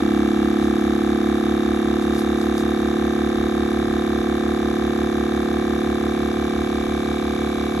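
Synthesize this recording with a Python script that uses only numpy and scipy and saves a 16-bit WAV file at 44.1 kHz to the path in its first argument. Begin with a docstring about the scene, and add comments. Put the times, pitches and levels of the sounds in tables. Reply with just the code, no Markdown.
"""A vacuum sealer on a kitchen counter

A piston pump runs at about 36 turns a second. Each turn brings a piston thump, an exhaust slap
and an inlet tick, with spits of air at the valves. A fan hums, and the pump throbs against it.
As the chamber empties, the pump speeds up and sounds thinner, and the bag crinkles.
A hand softly bumps the microphone, which draws back near the end."""
import sys
import numpy as np
from scipy import signal
from scipy.fft import rfft, irfft, next_fast_len
from scipy.io import wavfile
from scipy.ndimage import map_coordinates

SR = 44100
rng = np.random.default_rng(int(sys.argv[2]) if len(sys.argv) > 2 else 0)


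def int16_out(signal):
    """Quantize to a 16-bit WAV file."""
    q = np.round(np.clip(np.atleast_2d(signal).T, -1, 1) * 32767)
    wavfile.write(sys.argv[1], SR, q.astype(np.int16))


N = 343980
TIME = np.arange(N) / SR

# The microphone draws back. Each row: time in seconds, how far back from 0 to 1.
MIC_RETREAT = [(0, 0.07), (5.8, 0.29), (7, 0.86), (7.8, 1)]
# The tones that each kind of blow sets ringing. Each row: pitch in Hz, width in Hz (wider dies
# sooner), level in dB, dB added at full vacuum, dB added with the microphone drawn back,
# dB by which the left is louder than the right, radians by which the left is ahead.
PISTON_TONES = [(75.53, 9.9, -28.5, -1.3, -1.181, -0.2, 0.065), (160.5, 32, -41, 4.5, -3, -1, 0.7),
                (201.3, 26.3, -21, -0.5, -1.7, -0.3, -0.171), (263.8, 125.6, -22.5, -5, -2, 0.4, -0.23),
                (365.4, 86.4, -24, -2.5, -2.4, -5, -0.68), (384.45, 22.5, -25.5, 1, -1.2, -4, -1.34),
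                (513.1, 20, -33.5, -0.7, -3, 6, -0.55), (1230.4, 280, -49, 1, -26, -9.5, 1),
                (1588, 129, -46, -1.5, 0.2, -6.5, 0.56), (1732, 390, -49, -1.5, -10, 7.5, 0.73)]
EXHAUST_TONES = [(301.2, 94, -27.5, -3, -16, -0.5, 0.55), (477.7, 63.7, -30, -0.12, -0.1, 2, -0.58),
                 (474.6, 99.7, -35.5, -1, 2, 5, -0.88), (688, 64.5, -37.5, 1.5, -0.7, -3, -1.68),
                 (743.4, 68.6, -38, 0.2, -1, 0.5, 0.055), (830, 97, -41, -3, 0, 2.5, 1.1),
                 (1052.7, 66, -43, 3, -0.8, -1.3, 1.39), (1185, 81, -43, 1, 1, 2, 0.64),
                 (1284, 161, -41.5, -2, -3, 4.5, 0.81), (1430, 680, -53.5, 0.5, -1.5, -1, -0.7),
                 (1628, 170, -53, 5.5, -2.5, 2.49, 0.15), (1772, 58, -46, 2.5, -7.5, 2, 0.38),
                 (2297, 67, -53, -2.5, 6, -1.0135, 0.63), (2764, 11.4, -54.5, 0.5, -10, -18, 1.3),
                 (3733, 72, -51, 1, -12, -16.5, -1.8)]
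INLET_TONES = [(1200, 166, -50.5, -3, 3, -0.2, -0.55), (1968, 170, -52, -3.5, -9, -0.099, 0.36),
               (2302, 113, -49, 0.5, 4.5, -1.1, 0.91), (3100, 950, -62, -6.5, 1, -0.79, -1.64),
               (3570, 125, -52, 1, 0.5, -1.1, -1), (3840, 310, -58, -3.5, 8.5, -0.5, -1.4)]
# Spits of air within a turn. Each row: middle in turns, width in turns, rasp in dB, hiss in dB.
# Both levels are relative to the steady leak.
AIR_SPITS = [(.175, 0.084, -1.5, -10), (.28, 0.029, 4, -7.5), (.71, 0.012, -5.5, 3.5), (.83, .055, -5, 2)]
# The tone colour of each noise. Each row: frequency in Hz, relative level in dB.
RASP_COLOUR = [(1200, -14), (2080, -6), (2310, -1), (2550, -4.5), (3100, -1.5), (3600, -0.5), (4000, -1.5),
               (4350, -5.5), (5000, -4.5), (6000, -8), (8000, -20), (12000, -55)]
REED_COLOUR = [(1400, -33), (1900, 1.5), (2350, 1.5), (2600, -8), (3150, -2.5), (3600, 1.5), (4000, -4),
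               (4400, -15.5)]
HISS_COLOUR = [(3500, -23), (5200, -5), (6300, 0), (7800, -4.5), (9300, -9), (10300, 2.5), (11400, 0),
               (12200, -12.5), (13000, -24)]
FAN_COLOUR = [(20, -30), (32, -27), (48, -4), (90, -8), (150, -3.5), (350, -11), (500, -7), (600, -13.5),
              (750, -13), (950, -15), (1250, -16.5), (1750, -17), (2600, -23), (6000, -45)]
BAG_COLOUR = [(2000, -18), (4000, 0), (7000, -2), (10500, 2), (13000, -12)]
HAND_COLOUR = [(20, -26.5), (42, -0.5), (60, -3), (110, -8), (300, -35)]
# The bag shifts and crinkles. Each row: middle in seconds, level in dB, width in seconds.
BAG_CRINKLES = [(.64, -48, 0.035), (2.025, -42, 0.01), (2.185, -42, 0.041), (2.42, -46, 0.034),
                (2.59, -41, 0.027)]
# A crease in the bag snaps over. Each row: time in seconds, level in dB.
CREASE_SNAPS = [(1.755, -38), (2.193, -31), (2.58, -44)]
# The hand bumps the microphone. 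Each row: time in seconds, level in dB.
HAND_BUMPS = [(3.4, -39), (3.63, -43), (3.9, -41), (4.22, -42), (6.58, -39), (6.9, -38)]

OPEN_AIR_TURNS_PER_S, VACUUM_TURNS_PER_S, FAN_HZ = 35.3535, 36.2827, 66.69
EMPTYING_S = 2.186   # about two thirds of the air is gone after this long
# How much sooner each sound reaches the left side of the microphone (negative means later).
RASP_LEAD_S, HISS_LEAD_S, FAN_LEAD_S, BAG_LEAD_S = 0.000505, 0.000158, -0.000097, 0.000163


def from_db(db):
    """Turn decibels into a number to multiply by."""
    return 10 ** (np.asarray(db) / 20)


def noise(colour, alike, lead_s):
    """Stereo noise at level 1; the share `alike` reaches both sides, the left one lead_s sooner."""
    hz = np.arange(N // 2 + 1) * SR / N
    points_hz, points_db = np.transpose(colour)
    gain = from_db(np.interp(np.log(hz + 1), np.log(points_hz), points_db))
    gain *= np.minimum(hz / points_hz[0], 1) ** 2   # fade beyond both ends of the table
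    gain *= np.minimum(points_hz[-1] / (hz + 1), 1) ** 2
    direct, *scattered = rfft(rng.standard_normal((3, N)))
    lead = 2 * np.pi * hz * lead_s * np.array([[.5], [-.5]])
    mix = np.sqrt(alike) * direct * np.exp(1j * lead) + np.sqrt(1 - alike) * np.array(scattered)
    sound = irfft(gain * mix, N)
    return sound / sound.std()


def swells(rows):
    """A loudness curve that rises and falls in a short bell shape for each row."""
    out = np.zeros(N)
    for middle_s, db, width_s in rows:
        near = np.abs(TIME - middle_s) < 5 * width_s
        out[near] += from_db(db) * np.exp(-.5 * ((TIME[near] - middle_s) / width_s) ** 2)
    return out


def beat_with_fan(turns, peak_cycles):
    """A slow wave as twice the shaft's speed slips in and out of step with the fan hum."""
    cycles = 2 * turns - FAN_HZ * TIME
    return np.cos(2 * np.pi * (cycles - peak_cycles))


def shaft(vacuum, swing_turns):
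    """Count the turns: the shaft speeds up as its load falls and swings a little with the beat."""
    speed = OPEN_AIR_TURNS_PER_S + (VACUUM_TURNS_PER_S - OPEN_AIR_TURNS_PER_S) * vacuum
    turns = np.cumsum(speed) / SR
    return turns + swing_turns * beat_with_fan(turns, peak_cycles=.385)


def blows(turns, moment, uneven_db, jitter_s, soft_hz):
    """One blow at the given moment of each turn, a little uneven in time and force."""
    times = np.interp(np.arange(int(turns[-1] - moment) + 1) + moment, turns, TIME)
    chance = rng.standard_normal((len(times), 2))
    at = np.clip((times + jitter_s * chance[:, 0]) * SR, 0, N - 2)
    force = from_db(uneven_db * chance[:, 1]) * N / len(at) / 2   # each overtone has a height near 1
    whole, part = at.astype(int), at % 1   # a blow is shared between two samples
    clicks = np.bincount(whole, force * (1 - part), N) + np.bincount(whole + 1, force * part, N)
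    clicks = signal.sosfilt(signal.butter(6, soft_hz, fs=SR, output="sos"), clicks - clicks.mean())
    return signal.hilbert(clicks, next_fast_len(N))[:N]   # complex, so ring() can shift each side


def ring(hits, tones, vacuum, retreat):
    """Blows ring the pump and then its housing, so each resonance acts twice."""
    step = 4   # all tones lie under 5 kHz, so every fourth sample is enough
    hits, vacuum, retreat, rate = hits[::step], vacuum[::step], retreat[::step], SR / step
    out = np.zeros((2, len(hits)))
    for k, (hz, width, db, vacuum_db, retreat_db, left_db, lead) in enumerate(tones):
        decay = np.exp(-np.pi * width / rate)
        pole = decay * np.exp(2j * np.pi * hz / rate)
        direction = (-1) ** k   # neighbouring tones swing opposite ways
        tone = signal.lfilter([direction * (1 - decay) ** 2], [1, -2 * pole, pole * pole], hits)
        tone *= from_db(db + vacuum_db * vacuum + retreat_db * retreat)
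        pan = from_db(left_db / 2) * np.exp(.5j * lead)
        out += np.real([tone * pan, tone / pan])
    return signal.resample_poly(out, step, 1, axis=1)[:, :N]


def pump(turns, vacuum, retreat):
    """The piston thumps, the exhaust valve slaps shut, and the inlet valve ticks the other way."""
    early_turns = 0.018 * vacuum   # the exhaust shuts sooner as the chamber empties
    piston = blows(turns, moment=.784, uneven_db=0.17, jitter_s=.00002, soft_hz=4900)
    exhaust = blows(turns + early_turns, moment=.0779, uneven_db=0.02, jitter_s=.00003, soft_hz=4500)
    inlet = blows(turns, moment=.625, uneven_db=0.7, jitter_s=.00004, soft_hz=4778)
    thump = ring(piston, PISTON_TONES, vacuum, retreat)
    slap = ring(exhaust, EXHAUST_TONES, vacuum, retreat)
    tick = ring(inlet, INLET_TONES, vacuum, retreat)
    throb_db = 0.47 * beat_with_fan(turns, peak_cycles=.84)
    return from_db(throb_db) * (thump + slap - tick)


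def valve_air(turns, vacuum, retreat):
    """Air spits through the valves on every turn, over a steady leak, and shakes their reeds."""
    rasp_pulse, hiss_pulse = 1, 1
    for moment, width, rasp_db, hiss_db in AIR_SPITS:
        turns_away = (turns - moment + .5) % 1 - .5
        opening = np.exp(-.5 * (turns_away / width) ** 2)
        rasp_pulse += opening * from_db(rasp_db)
        hiss_pulse += opening * from_db(hiss_db)
    rasp_pulse /= np.sqrt(np.mean(rasp_pulse ** 2))
    hiss_pulse /= np.sqrt(np.mean(hiss_pulse ** 2))
    rasp = from_db(-46 + 0.62 * retreat) * noise(RASP_COLOUR, alike=0.58, lead_s=RASP_LEAD_S)
    reeds = from_db(-45 + 3 * retreat) * reed_rattle(turns)
    hiss = from_db(-47.5 - vacuum + 1.4 * retreat) * noise(HISS_COLOUR, alike=1, lead_s=HISS_LEAD_S)
    return rasp_pulse * (rasp + reeds) + hiss_pulse * hiss


def reed_rattle(turns):
    """The reeds, thin flaps in the valves, clatter the same way on every turn, which makes a buzz."""
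    count = round(SR / 36)   # samples in about one turn
    one_turn = noise(REED_COLOUR, alike=0.25, lead_s=RASP_LEAD_S)[:, :count]
    one_turn /= one_turn.std()
    position = turns % 1 * count
    return np.array([map_coordinates(side, [position], order=3, mode="wrap") for side in one_turn])


def fan():
    """The fan makes a low hum, a faint tone an octave higher and a rush of cooling air."""
    angle = 2 * np.pi * FAN_HZ * TIME
    hum = from_db(-53) * np.cos(2 * angle) - from_db(-37.5) * np.cos(angle)
    return hum + from_db(-38) * noise(FAN_COLOUR, alike=0.74, lead_s=FAN_LEAD_S)


def bag(grain_db):
    """The plastic film crinkles and snaps in tiny grains of sound, each with its own loudness."""
    chance = np.repeat(rng.standard_normal(N // 40 + 1), 40)[:N]   # a grain lasts about a millisecond
    grains = from_db(grain_db * chance)
    grains /= np.sqrt(np.mean(grains ** 2))
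    movement = swells(BAG_CRINKLES) + swells([(s, db, 0.0011) for s, db in CREASE_SNAPS])
    return movement * grains * noise(BAG_COLOUR, alike=1, lead_s=BAG_LEAD_S)


def hand(width_s):
    """Each bump of the hand on the microphone is a short low rumble, the same on both sides."""
    bumps = swells([(s, db, width_s) for s, db in HAND_BUMPS])
    return bumps * noise(HAND_COLOUR, alike=1, lead_s=0)


def scene():
    """The machine runs throughout while the chamber empties; the bag and the hand join in briefly."""
    vacuum = 1 - np.exp(-TIME / EMPTYING_S)   # 0 is open air, 1 is full vacuum
    retreat = np.interp(TIME, *np.transpose(MIC_RETREAT))
    turns = shaft(vacuum, swing_turns=.0024)
    machine = pump(turns, vacuum, retreat) + valve_air(turns, vacuum, retreat) + fan()
    return machine + bag(grain_db=4.5) + hand(width_s=0.049)


def record(dry):
    """Cut the treble steeply above 12700 Hz."""
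    return signal.sosfilt(signal.ellip(10, .1, 80, 12700, fs=SR, output="sos"), dry)


dry = scene()
out = record(dry)
int16_out(out)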